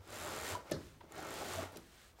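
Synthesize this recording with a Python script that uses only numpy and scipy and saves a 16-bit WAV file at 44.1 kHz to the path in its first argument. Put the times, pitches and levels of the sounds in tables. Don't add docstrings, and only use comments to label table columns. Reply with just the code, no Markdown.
import sys
import numpy as np
from scipy import signal
from scipy.fft import rfft, irfft, next_fast_len
from scipy.io import wavfile
from scipy.ndimage import uniform_filter1d

SR = 44100
rng = np.random.default_rng(int(sys.argv[2]) if len(sys.argv) > 2 else 0)


def materialize(psi):
    bounded = np.clip(np.atleast_2d(psi).T, -1, 1)
    quanta = np.round(bounded * 32767).astype(np.int16)
    wavfile.write(sys.argv[1], SR, quanta)


N = 97020


def amp(db):
    return 10 ** (np.asarray(db) / 20)


def unit(x):
    return x / np.sqrt(np.mean(x ** 2) + 1e-20)


def along(points, hz):
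    f, v = np.transpose(points)
    return np.interp(np.log(hz + 1), np.log(f + 1), v)


def clock():
    return np.arange(N) / SR


def level(rows):
    s, db = np.transpose(rows)
    return amp(np.interp(clock(), s, db, left=-np.inf, right=-np.inf))


def filtered(x, response):
    m = next_fast_len(N + SR // 2)
    hz = np.fft.rfftfreq(m, 1 / SR)
    return irfft(rfft(x, m) * response(hz), m)[:N]


def coloured(x, points):
    return unit(filtered(x, lambda hz: amp(along(points, hz))))


def white():
    return rng.standard_normal(N)


def fade(t, t60):
    return (t >= 0) * np.exp(-np.log(1000) * np.maximum(t, 0) / t60)


def slips(per_s, spread_db):
    hits = rng.random(N) < per_s / SR
    return hits * np.sign(white()) * amp(spread_db * white())


def patchy(x):
    spread_db, bins, frames = 1.8, 4, 7
    z = signal.stft(x, nperseg=512)[2]
    field = uniform_filter1d(rng.standard_normal(z.shape), bins, axis=0)
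    field = uniform_filter1d(field, frames, axis=1)
    return unit(signal.istft(z * amp(spread_db * unit(field)), nperseg=512)[1][:N])


def swells(rows):
    out = np.zeros(N)
    for peak_s, db, hz, rise_s, t60 in rows:
        t = clock() - peak_s
        shape = np.exp(np.minimum(t, 0) / rise_s) * fade(np.maximum(t, 0), t60)
        out += amp(db) * np.sqrt(2) * shape * np.sin(2 * np.pi * (hz * t + rng.random()))
    return out


def bead_tick(t, modes):
    mode_scatter_db, mode_detune = 1, .015
    crack_db, crack_t60_s = -22, 0.0013
    tick = amp(crack_db) * fade(t, crack_t60_s) * rng.standard_normal(len(t))
    for hz, db, t60 in modes:
        gain = amp(db + mode_scatter_db * rng.normal())
        mode_hz = hz * (1 + mode_detune * rng.normal())
        tick += gain * fade(t, t60) * np.sin(2 * np.pi * (mode_hz * t + rng.random()))
    return tick


def beads():
    # t/s, rate/(beads/s)
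    pulls = [
        [(.0765, 28), (.15, 65.7), (.23, 85.4), (.275, 65.9), (.33, 69.5), (.43, 89.1), (.51, 95.2), (.56, 42)],
        [(1.122, 25.8), (1.18, 41.5), (1.25, 46.9), (1.31, 57.5), (1.45, 71), (1.53, 87.7), (1.58, 80.1),
         (1.67, 25.8)],
    ]
    # tick level at usual rate/dB, rise/(dB per doubling of rate), scatter/dB
    strikes = [(-42.3, 7, 1.1), (-46.3, 3, 2.6)]
    # f/Hz, relative level/dB, T60/s
    modes = [(3600, -13, .008), (6400, -10, .006), (7300, 0, .008), (9000, -5, .008), (11400, -6, .008),
             (12750, -12, .009), (15250, -14, .008)]
    usual_beads_per_s = 75
    body_db, body_t60_s = -9, 0.018
    tube_hz, tube_t60_s, tube_db = 1851, 0.47, -4.5

    ticks, jolts = np.zeros(N + SR), np.zeros(N + SR)
    t = np.arange(SR // 20) / SR
    for pull, (tick_db, speed_db, scatter_db) in zip(pulls, strikes):
        rate = np.interp(clock(), *np.transpose(pull), left=0, right=0)
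        bead_count = np.ceil(np.cumsum(rate) / SR)
        for i in np.flatnonzero(np.diff(bead_count)):
            octaves = np.log2(rate[i + 1] / usual_beads_per_s)
            size = amp(tick_db + speed_db * octaves + scatter_db * rng.normal())
            ticks[i:i + len(t)] += size * bead_tick(t, modes)
            jolts[i:i + len(t)] += size * fade(t, body_t60_s)

    body = jolts[:N] * roller(white())
    tube = fade(clock(), tube_t60_s) * np.sin(2 * np.pi * tube_hz * clock())
    singing = signal.fftconvolve(jolts[:N] * white(), tube)[:N]
    return ticks[:N] + amp(body_db) * body + amp(tube_db) * np.std(ticks) * unit(singing)


def roller(force):
    # f/Hz, relative level/dB
    body_colour = [(71, -30), (120, -10), (156, -4.5), (190, -12.5), (272, -5.5), (475, -2), (607, 1),
                   (800, -1.5), (1040, -6.5), (1400, -5.5), (1570, -10), (2200, -15.5), (4300, -19),
                   (6000, -19.5), (9000, -38)]
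    # f/Hz, bandwidth/Hz, relative level/dB
    resonances = [(363, 180, 5.5), (609.6, 11, 8), (872, 45, 2.5), (1107, 60, -0.5), (1250, 20, -30),
                  (1370, 200, -4.5), (2120, 104, -2.5)]
    body_db, ring_db = -2, -7

    def ring(f):
        return sum(amp(db) * 1j * f * w / (c * c - f * f + 1j * f * w) for c, w, db in resonances)

    return amp(body_db) * coloured(force, body_colour) + amp(ring_db) * unit(filtered(force, ring))


def rubbing():
    # t/s, drive level/dB
    efforts = [
        [(0, -65), (.06, -65), (.08, -56.5), (.16, -51.5), (.27, -47), (.36, -46), (.47, -48.5), (.51, -46),
         (.57, -51), (.645, -62.5), (.705, -52.5), (.72, -56)],
        [(1.03, -68.5), (1.09, -66), (1.14, -56), (1.19, -47.5), (1.27, -48.5), (1.38, -47.5), (1.55, -48),
         (1.63, -44.5), (1.71, -60.5), (1.76, -59.5), (1.80, -63.5)],
    ]
    # f/Hz, relative level/dB
    rumble_colour = [(25, -69), (55, -9.5), (85, 5), (125, -3), (160, -5.5), (200, -15.5), (400, -57.5)]
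    slips_per_s, slip_spread_db, rumble_db = 2600, 3, -14
    effort = sum(level(pull) for pull in efforts)
    rub = roller(patchy(slips(slips_per_s, slip_spread_db)))
    rumble = amp(rumble_db) * coloured(white(), rumble_colour)
    return effort * (rub + rumble)


def hiss():
    # t/s, relative level/dB
    sliding = [(0, -74), (.07, -62.5), (.13, -51.5), (.22, -49), (.42, -49), (.51, -44), (.55, -50),
               (.61, -74), (.68, -64.5), (.86, -61), (.98, -70.5), (1.08, -72.5), (1.18, -56), (1.25, -57),
               (1.35, -49.5), (1.45, -49), (1.54, -45.5), (1.63, -52.5), (1.70, -65.5), (1.74, -63),
               (1.83, -65.5), (2.02, -60.5), (2.1, -65), (2.15, -75.5), (2.2, -64)]
    # f/Hz, relative level/dB
    colour = [(500, -8), (1500, 5), (2600, 1), (3700, 1), (5300, -2.5), (7300, -3.5), (9200, -5.5),
              (10400, -10), (11400, -11.5), (12200, -10), (15500, -12.5)]
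    hiss_db, grains_per_s, spread_db = -1.5, 6000, 0.5
    return amp(hiss_db) * level(sliding) * coloured(slips(grains_per_s, spread_db), colour)


def knocks():
    # t/s, level/dB, tilt of frame modes/(dB/octave), shudder relative level/dB
    bumps = [(0.7153, -26.5, -2.5, -10.5), (1.038, -48, -14, -25), (1.108, -51.5, -10, -18),
             (1.761, -39.5, -11, -11.5)]
    # f/Hz, relative level/dB, T60/s
    frame = [(243.5, -16, 0.11), (332.4, 2, 0.042), (364, 1, 0.03), (539, -10.5, 0.15), (589, 8, 0.037),
             (1274, -6.5, 0.032), (1773, -5, 0.051)]
    # f/Hz, relative level/dB
    shudder_colour = [(25, -40), (45, -11), (110, 4), (135, -6.5), (157, 8), (190, -5.5), (260, 0),
                      (320, 0.5), (420, -3), (560, -16), (800, -13.5), (1800, -19.5), (4000, -55)]
    attack_s, shudder_rise_s, shudder_t60_s = 0.0033, 0.013, 0.35
    tilt_ref_hz = frame[1][0]
    out = np.zeros(N)
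    for s, db, tilt_db, shudder_db in bumps:
        t = np.maximum(clock() - s, 0)
        ring = np.zeros(N)
        for hz, mode_db, t60 in frame:
            gain = amp(mode_db + tilt_db * np.log2(hz / tilt_ref_hz))
            ring += gain * fade(t, t60) * np.sin(2 * np.pi * hz * t)
        swell = (1 - np.exp(-t / shudder_rise_s)) * fade(t, shudder_t60_s)
        shudder = amp(shudder_db) * swell * coloured(white(), shudder_colour)
        out += amp(db) * (1 - np.exp(-t / attack_s)) * (ring + shudder)
    return out


def clicks():
    # t/s, level/dB, centre f/Hz, T60/s, Gaussian half-width/octave
    bursts = [(0.7124, -43.5, 10000, 0.032, 0.29), (0.7137, -46, 3020, 0.084, 0.59),
              (0.7184, -38.5, 5130, 0.037, 0.43), (0.734, -45, 4370, 0.02, 0.23),
              (.742, -51.5, 4350, 0.12, 0.3), (1.006, -63.5, 3230, 0.072, .5),
              (1.008, -54.5, 694, 0.081, 1.12), (1.4057, -53, 7500, .008, 0.43),
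              (1.5353, -36.5, 7600, 0.0062, 0.38), (1.7214, -62, 9900, 0.07, 0.91),
              (1.759, -53.5, 3800, .04, .7), (1.7702, -45, 4830, 0.023, 1.3),
              (2.188, -57.5, 700, 0.14, 0.5)]
    out = np.zeros(N)
    for s, db, hz, t60, octaves in bursts:
        band = filtered(white(), lambda f: np.exp(-.5 * (np.log2((f + 1) / hz) / octaves) ** 2))
        out += amp(db) * fade(clock() - s, t60) * unit(band)
    return out


def chirps():
    # peak t/s, level/dB, f/Hz, rise/s, T60/s
    tones = [(.262, -47.5, 595, 0.033, 0.21), (.553, -35, 985, 0.002, 0.049),
             (1.012, -51.5, 942, 0.0024, 0.034), (1.197, -44.5, 752, 0.012, 0.045),
             (1.59, -38, 659, 0.0079, .05), (2.195, -59.5, 796, 0.0036, 0.067)]
    return swells(tones)


def thrums():
    # peak t/s, level/dB, f/Hz, rise/s, T60/s
    tones = [(.01, -54, 93, 0.03, 0.17), (.115, -55.5, 105, 0.0084, 0.27), (.24, -50, 84, 0.037, 0.15),
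             (.43, -54.5, 77.6, 0.023, 0.23), (.538, -45, 94, 0.019, 0.17), (.742, -44.5, 103, 0.0027, .12),
             (.77, -54.5, 73.6, 0.018, 0.75), (1.58, -47.5, 92.3, 0.051, 0.55)]
    return swells(tones)


def room(x):
    # f/Hz, T60/s
    decay = [(100, 1), (500, 0.41), (2000, 0.15), (6000, 0.34), (15000, 0.34)]
    hz, t, z = signal.stft(rng.standard_normal(SR // 2), SR, nperseg=256)
    decaying = z * fade(t, along(decay, hz)[:, None])
    tail = signal.istft(decaying, SR, nperseg=256)[1]
    delayed = np.pad(tail, (SR // 250, 0))
    return signal.fftconvolve(x, delayed / np.linalg.norm(tail))[:N]


def quiet_floor():
    # f/Hz, relative level/dB
    colour = [(15, -18), (35, -14), (55, -0.5), (120, -14.5), (300, -16), (1000, -21), (4000, -52),
              (15000, -39)]
    return amp(-66) * coloured(white(), colour)


def scene():
    running_room_db, catch_room_db = -12, -10.5
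    running = beads() + rubbing() + hiss()
    catching = knocks() + clicks() + chirps()
    echo = room(amp(running_room_db) * running + amp(catch_room_db) * catching)
    return (running + catching + thrums() + echo + quiet_floor())[None]


def record(dry):
    top_hz = 15850
    return filtered(dry[0], lambda hz: hz < top_hz)[None]


dry = scene()
out = record(dry)
materialize(out)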